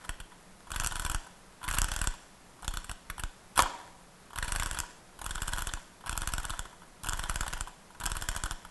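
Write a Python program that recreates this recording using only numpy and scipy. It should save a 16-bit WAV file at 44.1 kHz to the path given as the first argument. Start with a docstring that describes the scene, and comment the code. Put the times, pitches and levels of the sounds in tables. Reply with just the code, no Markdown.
"""Short bursts of rattling and clicking: a hand spins the setting wheel of an open split-flap clock.
Gears and levers rattle, cards snap off their stop and land, and once a big lever clacks.
Each blow ticks in the thin parts, knocks in the frame and leaves a slow, deep swing.
The clock stands on a table in a lively room with a faint hum."""
import sys
import numpy as np
from scipy import signal
from scipy.fft import rfft, irfft
from scipy.io import wavfile

SR = 44100
rng = np.random.default_rng(int(sys.argv[2]) if len(sys.argv) > 2 else 0)


def wav_out(sig):
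    """Save sig, one row per channel (or a flat mono array), as 16-bit PCM at SR to the path in sys.argv[1]."""
    wavfile.write(sys.argv[1], SR, np.round(np.clip(np.atleast_2d(sig).T, -1, 1) * 32767).astype(np.int16))


N = 383810

# The tones (modes) that cards, springs and levers ring at:
# f/Hz, width/Hz, level/dB, boost with contact time/(dB per ms)
TICK_MODES = [(2440, 354, -14, 3), (2924, 925, -7, 3), (4210, 535, -13.5, 3), (4720, 476, -8.5, 1.1),
              (5415, 730, -0.5, 0.45), (6010, 900, 0.5, 0.43), (7526, 590, 4, -0.09), (8440, 570, 0, 1.05),
              (9500, 920, -1.5, 2), (9930, 416, -5.5, 2), (11800, 1320, 1, 2.5)]
# The tones of the frame; the three narrow ones are the long, faint ring of the back plate:
# f/Hz, width/Hz, level/dB, boost with hollowness/(dB per dB)
KNOCK_MODES = [(314, 22.6, -27, 0.27), (603, 147, -13.5, -0.04), (640, 150, -8, 0), (971, 135, -1.5, 1.17),
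               (945, 3, -39, 1.4), (972, 2.5, -36, 1.4), (1000, 3, -39, 1.4), (1140, 337, -5, 0.02),
               (1505, 220, 2, 0), (1708, 134, -5, 0.73), (1778, 180, -9, 0.5), (2970, 142, -14.5, 0),
               (3443, 246, -8, -0.5)]


def from_db(db):
    """Turns decibels into a factor to multiply by."""
    return 10 ** (np.asarray(db) / 20)


def rms_one(x):
    """Scales a sound to an average strength (rms) of 1."""
    return x / np.sqrt(np.mean(x ** 2) + 1e-20)


def at_hz(points, hz):
    """Reads between the rows of a table of f/Hz and value, with all octaves equally wide."""
    row_hz, values = np.transpose(points)
    return np.interp(np.log(hz), np.log(row_hz), values)


def resonance(x, hz, width_hz):
    """Rings at one pitch when pushed by x; the narrower the width, the longer the ring."""
    decay, angle = np.exp(-np.pi * width_hz / SR), 2 * np.pi * hz / SR
    return signal.lfilter([.5, 0, -.5], [1, -2 * decay * np.cos(angle), decay * decay], x + 1e-18)


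def smooth(x, hz):
    """Softens whatever is faster than hz."""
    decay = np.exp(-2 * np.pi * hz / SR)
    return signal.lfilter([1 - decay], [1, -decay], x)


def wheel_turning(rise_db_per_s=135, fall_db_per_s=59, rest_db=-70.5, rest_knock_db=2.0):
    """The rattle's level and share of knock: it swells quickly, holds as the hand turns, then fades."""
    # Turns of the wheel: start/s, end/s, rattle level/dB, knock above tick/dB
    turns = [(0.0,0.06,-63.5,9.5),(0.752,1.144,-57,3.5),(1.69,2.065,-58,6.5),(2.756,2.817,-60,1.5),(3.66,3.804,-65,12),(4.44,4.79,-57,5.5),(5.3,5.73,-58,4),(6.217,6.577,-59.5,6),(7.143,7.55,-58.5,6.5),(8.072,8.478,-58.5,6)]
    t = np.arange(N) / SR
    rattle_db, knock_db = np.full(N, rest_db), np.full(N, rest_knock_db)
    for start, end, held_db, turn_knock_db in turns:
        turn_db = held_db - rise_db_per_s * np.maximum(start - t, 0)
        turn_db -= fall_db_per_s * np.maximum(t - end, 0)
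        knock_db = np.where(turn_db > rattle_db, turn_knock_db, knock_db)
        rattle_db = np.maximum(rattle_db, turn_db)
    return rattle_db, knock_db


def rattle(max_touches_per_s):
    """Gear teeth and loose cards rub and touch at random while the wheel turns."""
    rattle_db, knock_db = wheel_turning()
    pace = np.minimum(from_db(rattle_db + 53.5), 1)  # slower turning, fewer touches
    sizes = from_db(3.8 * np.minimum(rng.exponential(1, N), 4)) * rng.choice([-1, 1], N)
    touches = sizes * (rng.random(N) < max_touches_per_s * pace / SR)
    half = rng.integers(0, 2, N)  # each touch reaches half of the tones
    tick, knock = np.zeros((2, N))
    for sound, modes in (tick, TICK_MODES), (knock, KNOCK_MODES):
        for k, (hz, width_hz, db, _) in enumerate(modes):
            sound += from_db(db) * resonance(touches * (half == k % 2), hz, width_hz)
    return from_db(rattle_db) * (rms_one(tick) + from_db(knock_db) * rms_one(knock))


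def air(noise_db=-55, hum_db=-65):
    """The room's steady rumble and hiss, with a wavering hum."""
    # The colour of the room's noise: f/Hz, relative level/dB
    colour = [(20, -1), (60, -11), (130, -13), (330, -15), (800, -16), (1200, -17), (3100, -26),
              (7000, -28), (11500, -27.5)]
    hz = np.maximum(np.fft.rfftfreq(N, 1 / SR), 1)
    noise = irfft(rfft(rng.standard_normal(N)) * from_db(at_hz(colour, hz)), N)
    hum = resonance(rng.standard_normal(N), hz=178.4, width_hz=18)
    return from_db(noise_db) * rms_one(noise) + from_db(hum_db) * rms_one(hum)


def landings():
    """Blows of cards landing and levers dropping; more tick than knock means a shorter contact."""
    # Each landing: t/s, tick/dB, knock/dB
    drops = [(0.048,-48.5,-42),(0.0564,-46.5,-53),(0.318,-56,-43),(0.6028,-54,-49),(0.6698,-52,-42),(0.7033,-37,-38),(0.735,-57,-30),(0.744,-37,-38),(0.8074,-26,-36),(0.8163,-41,-27),(0.8344,-32,-27.5),(.92,-30,-28.5),(0.964,-33,-29.5),(1.0201,-31.5,-35),(1.0623,-28,-24.5),(1.1142,-29,-26),(1.2652,-54,-41.5),
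             (1.6126,-55,-38),(1.6283,-43,-32),(1.639,-34,-28),(1.646,-42,-35),(1.663,-52,-37),(1.6858,-28,-28),(1.7006,-29,-40),(1.7356,-30,-26),(1.7429,-24.5,-33),(1.75,-26,-41),(1.765,-39,-33),(1.771,-33,-25),(1.8256,-41,-33),(1.936,-32,-33),(2.0395,-29,-28),(2.1375,-44,-41),
             (2.5887,-60,-48),(2.623,-40,-50),(2.628,-46,-37),(2.645,-32.5,-37),(2.708,-41,-39),(2.744,-43,-42),(3.1792,-38,-33.5),
             (4.3038,-50,-43),(4.3308,-47,-37),(4.3581,-32.5,-31),(4.3758,-34,-31),(4.4439,-31,-33),(4.489,-36,-32),(4.5484,-32,-28),(4.584,-35,-43),(4.612,-35,-49),(4.6213,-32,-22.5),(4.668,-33,-33),(4.73,-31,-46),(4.745,-32.5,-27.5),(4.77,-35,-26.5),(4.8323,-46,-35),
             (5.09,-61,-48.5),(5.1892,-40,-39.5),(5.2146,-35,-33),(5.2417,-34,-39),(5.2562,-41,-35),(5.2924,-35,-38),(5.3508,-32,-40),(5.3773,-42,-28),(5.4292,-37,-33),(5.4747,-32,-42),(5.4877,-34,-28.5),(5.521,-39,-41),(5.5249,-43,-30),(5.561,-35,-37),(5.573,-35,-27),(5.589,-29,-29.5),(5.6058,-34,-40),(5.689,-45,-30),(5.769,-46,-36),
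             (6.0068,-54,-43.5),(6.037,-59,-39),(6.06,-37,-32),(6.0683,-33.5,-35),(6.0757,-38,-30),(6.1094,-36,-40),(6.1174,-38,-33),(6.152,-44,-35),(6.1664,-38,-39),(6.2076,-34,-38),(6.23,-40,-30),(6.2878,-34,-29.5),(6.3204,-31,-43),(6.3981,-34,-35),(6.431,-35,-42),(6.4415,-49,-27),(6.495,-32,-31),(6.5343,-46,-31),(6.6531,-43,-36.5),(6.727,-59,-46),(6.8178,-54,-43),(6.829,-62,-45),(6.879,-56,-54),
             (7.0338,-30,-40),(7.0432,-33,-28.5),(7.059,-33,-37),(7.0678,-31,-26.5),(7.1052,-45,-35),(7.1216,-36,-28),(7.1403,-38,-29),(7.1727,-34,-42),(7.1892,-39,-38.5),(7.2312,-36,-39),(7.255,-49,-31),(7.29,-33,-56),(7.3106,-37,-32),(7.323,-42,-51),(7.3417,-32,-45),(7.429,-36,-27),(7.4635,-34.5,-33),(7.5643,-73,-33),(7.576,-35.5,-51),(7.672,-41.5,-33.5),(7.6797,-42,-41),(7.903,-56,-46),(7.9465,-54,-43),
             (8.0,-31.5,-40),(8.0093,-34,-29.5),(8.016,-47,-30.5),(8.036,-28.5,-28),(8.0685,-47,-28),(8.098,-34,-33.5),(8.151,-36,-34),(8.2122,-31,-54),(8.2378,-40,-32),(8.313,-32.5,-36),(8.3726,-36,-37),(8.3979,-48,-41.5),(8.4572,-30.5,-26.5),(8.5171,-35,-35),(8.6483,-42.5,-37.5)]
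    t, tick_db, knock_db = np.transpose(drops)
    swing_db = tick_db - 8.5
    contact_ms = 5.44 * np.exp(0.031 * (knock_db - tick_db))
    hollow_db = np.clip(-1.1 * (knock_db + 31.5), -2.5, 2.5)  # lighter landings sound more hollow
    return t, tick_db, knock_db, swing_db, contact_ms, hollow_db


def card_snaps():
    """Blows of cards snapping off their stop."""
    # Each snap: t/s, tick/dB, low swing/dB, contact/ms
    snaps = [(0.092,-23.5,-31.5,2.84),(0.2,-34.5,-39,8.6),(0.717,-23.5,-35,3.1),(0.7607,-22,-31,3.3),(0.799,-18,-31,2),(0.845,-16,-32.5,2.5),(0.8625,-15,-32,0.61),(.871,-18,-39,2.7),(0.912,-36,-37,2.3),(0.9548,-24.5,-34.5,4.2),(0.9958,-23,-34,3),(1.0492,-21,-28.5,3.3),(1.0973,-22,-31,3.5),(1.1464,-18,-26,2.2),
             (1.6785,-28.5,-31,4.5),(1.7117,-20,-31.5,2.4),(1.7264,-26,-46,3.2),(1.7842,-12,-25,3.15),(1.8175,-9.5,-25,0.36),(1.8435,-18.5,-29,1.8),(1.8832,-29,-37,8.4),(1.9165,-19.5,-30.5,3.1),(1.9629,-19,-32.5,2),(1.9897,-27,-39,2.6),(2.0146,-17,-26.5,2.6),(2.0725,-14.5,-24.5,1.73),
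             (2.679,-20,-28,2.5),(2.7378,-31,-34.5,4.1),(2.7715,-22,-34,2),(2.843,-34.5,-47,4.7),(2.894,-30,-34.5,4.3),(2.9135,-25,-37.5,2.6),(3.099,-32.5,-36,4.9),(3.1944,-29,-36.5,7.4),(3.2362,-23,-29,1.7),(3.622,-11,-27.5,1.17),
             (4.386,-21,-32,1.85),(4.4261,-25,-31,3.2),(4.479,-28.5,-33,5),(4.5213,-16.5,-30,2),(4.5602,-21,-30.5,2.4),(4.598,-22.5,-29,2.4),(4.6325,-21,-35,2.4),(4.66,-19.5,-32,1.7),(4.712,-20,-33.5,1.3),(4.7882,-17,-35.5,1.9),(4.8019,-14.5,-34,0.63),
             (5.263,-22.5,-34,1.9),(5.308,-25,-33.5,3.4),(5.3564,-25,-33.5,1.2),(5.4192,-20,-29,2.8),(5.48,-21,-31.5,2.1),(5.534,-19.5,-29.5,2.2),(5.583,-23.5,-34.5,1.9),(5.621,-22,-33.5,1.8),(5.6707,-22,-32,3),(5.737,-19.5,-31.5,1.2),
             (6.0942,-18.5,-32,2),(6.1275,-24.5,-32.5,2.7),(6.1763,-16.5,-31,1.7),(6.2186,-21,-32,1.6),(6.2738,-18,-29,2.6),(6.3363,-17.5,-28.5,2.3),(6.3814,-20.5,-30,1.8),(6.4521,-21,-36,1.6),(6.5039,-24.5,-31.5,2.6),(6.5926,-21,-32.5,1.8),
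             (7.087,-18.5,-29,2.3),(7.0944,-17,-45,0.74),(7.1336,-19.5,-30.5,0.65),(7.1936,-21,-31.5,2.3),(7.2379,-25,-35,2),(7.2958,-18,-28,2.8),(7.358,-19.5,-29.5,2.3),(7.4084,-20.5,-28,2.4),(7.4796,-23.5,-34.5,2.5),(7.528,-28,-37,2),(7.5345,-22.5,-33,2.14),(7.6086,-19.5,-31.5,2.36),
             (8.0563,-20.5,-32,3.2),(8.0627,-14.5,-34,1.7),(8.1176,-19.5,-29.5,1.6),(8.167,-23.5,-33,3.8),(8.222,-22,-33.5,2.2),(8.2874,-16.5,-28,2.2),(8.3498,-30,-42,1.2),(8.3631,-19,-31.5,2.8),(8.437,-17.5,-28.5,1.7),(8.5102,-20.5,-32,1.1)]
    t, tick_db, swing_db, contact_ms = np.transpose(snaps)
    knock_db = -24 + 0.53 * (swing_db + 29.5)  # a heavier snap knocks harder
    knock_db += 0.28 * np.minimum(tick_db + 23.5, 0)  # a light tick knocks less
    hollow_db = np.full(len(t), -8)
    return t, tick_db, knock_db, swing_db, contact_ms, hollow_db


def lever_clack():
    """Blows of the big lever as it clacks home and bounces."""
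    # Each hit of the lever: t/s, tick/dB, knock/dB, contact/ms, hollowness/dB
    hits = [(3.5578,-31,-39,2.5,0),(3.5606,-34.5,-31,8.1,-8),(3.571,-26,-28,3,-4),(3.5757,-18,-18,4.7,2.5),(3.5829,-22.5,-23,12,2),(3.5913,-19,-21,4.4,12),(3.599,-30,-23,5.4,-11),(3.6034,-18.5,-21,2.5,-2),(3.609,-26,-39,3.2,-8),(3.6321,-40,-20.5,4.9,1),(3.658,-44,-27,5.3,6),(3.67,-45,-32,6.8,3),(3.6964,-51,-48,4.6,13),(3.708,-58,-51,7.2,12),(3.731,-60,-50,6.1,1),(3.7492,-60,-54,6.6,9),(3.7862,-62,-52,7.2,16),(3.8097,-63,-48,8.4,6)]
    t, tick_db, knock_db, contact_ms, hollow_db = np.transpose(hits)
    swing_db = tick_db - 16
    return t, tick_db, knock_db, swing_db, contact_ms, hollow_db


def contact_force(contact_ms, bounce_ms=6.5):
    """One row of force per blow: a first touch, tiny uneven touches dying away, and one bounce."""
    ms = np.arange(800) / SR * 1000
    size = len(contact_ms), len(ms)
    touches = rng.standard_normal(size) * rng.exponential(1, size)
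    progress = ms / contact_ms[:, None]
    force = touches * np.minimum(progress * 2.7 + 0.08, 1) * np.exp(-2.2 * progress)
    force /= np.sqrt(np.sum(force ** 2, axis=1, keepdims=True))
    first_touch = 4 * (ms == 0) / contact_ms[:, None] ** 2  # short contacts begin sharply
    bounce = from_db(-19) / 12 * np.exp(-((ms - bounce_ms) / 10.3) ** 2) * touches
    return force + first_touch + bounce


def struck(modes, t, level_db, character, force, scatter_db=1.5):
    """Each blow rings all of a part's tones; its character and a little chance set their mix."""
    steps = np.arange(force.shape[1])
    samples = (np.round(t * SR).astype(int)[:, None] + steps).ravel()
    chance_db = scatter_db * rng.standard_normal((len(t), len(modes)))
    sound = np.zeros(N)
    for k, (hz, width_hz, mode_db, boost) in enumerate(modes):
        near_hz = hz + width_hz * np.array([-.5, 0, .5])
        force_near = np.abs(force @ np.exp(2j * np.pi * np.outer(steps, near_hz) / SR))
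        gain = from_db(level_db + mode_db + boost * character + chance_db[:, k])
        gain /= np.sqrt(np.mean(force_near ** 2, axis=1) + .05)  # even out the force near this tone
        drive = np.bincount(samples, (gain[:, None] * force).ravel(), N)[:N]
        sound += (-1) ** k * resonance(drive, hz, width_hz)
    return sound


def ticks_and_knocks(t, tick_db, knock_db, contact_ms, hollow_db):
    """The same force makes the thin parts tick and the frame knock."""
    force = contact_force(np.clip(contact_ms, .5, 10))
    ticks = struck(TICK_MODES, t, tick_db - 5, np.minimum(contact_ms, 5), force)
    knocks = struck(KNOCK_MODES, t, knock_db, np.clip(hollow_db, -12, 12), force)
    return ticks + knocks


def low_swing(t, swing_db):
    """After each blow: a short push, a long sag, and a slowing wobble as a bass cut recovers."""
    click = np.arange(SR // 4) == 0
    push = smooth(smooth(click, 190), 190)
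    sag = smooth(smooth(push, 9.3), 32.4)
    swing = .016 * push - sag
    for order, hz in (3, 22.7), (1, 12.8):
        swing = signal.sosfilt(signal.butter(order, hz, "high", fs=SR, output="sos"), swing)
    kicks = np.bincount(np.round(t * SR).astype(int), from_db(swing_db), N)
    return signal.fftconvolve(kicks, swing / np.abs(swing).max())[:N]


def room(x, onset_ms):
    """The room's echoes blur into noise, each octave dying away at its own rate."""
    # How long the echoes take to fade by 60 dB: f/Hz, time/s
    fade_times = [(150, 0.74), (500, 1), (1400, 0.21), (3700, 0.87), (9700, 0.1), (13000, 0.068)]
    t, edges_hz = np.arange(SR) / SR, 110 * 2. ** np.arange(8)
    tail = np.zeros(SR)
    for low, high in zip(edges_hz, edges_hz[1:]):
        octave = signal.butter(2, [low, high], "band", fs=SR, output="sos")
        noise = signal.sosfilt(octave, rng.standard_normal(SR))
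        tail += noise * from_db(-60 * t / at_hz(fade_times, np.sqrt(low * high)))
    tail *= 1 - np.exp(-1000 * t / onset_ms)
    return signal.fftconvolve(x, tail / np.sqrt(np.sum(tail ** 2)))[:N]


def scene():
    """The clock close by, its echoes, the low swings and the air of the room."""
    blows = np.hstack([card_snaps(), landings(), lever_clack()])
    t, tick_db, knock_db, swing_db, contact_ms, hollow_db = blows
    clock = ticks_and_knocks(t, tick_db, knock_db, contact_ms, hollow_db)
    clock += rattle(max_touches_per_s=2500)
    echoes = from_db(-14) * room(clock, onset_ms=3.3)
    return (clock + echoes + low_swing(t, swing_db) + air())[None]


def record(dry):
    """Cuts the highest treble steeply, to 70 dB down from stop_hz on."""
    stop_hz = 12300 + 500
    return signal.sosfilt(signal.cheby2(14, 70, stop_hz, fs=SR, output="sos"), dry)


dry = scene()
out = record(dry)
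wav_out(out)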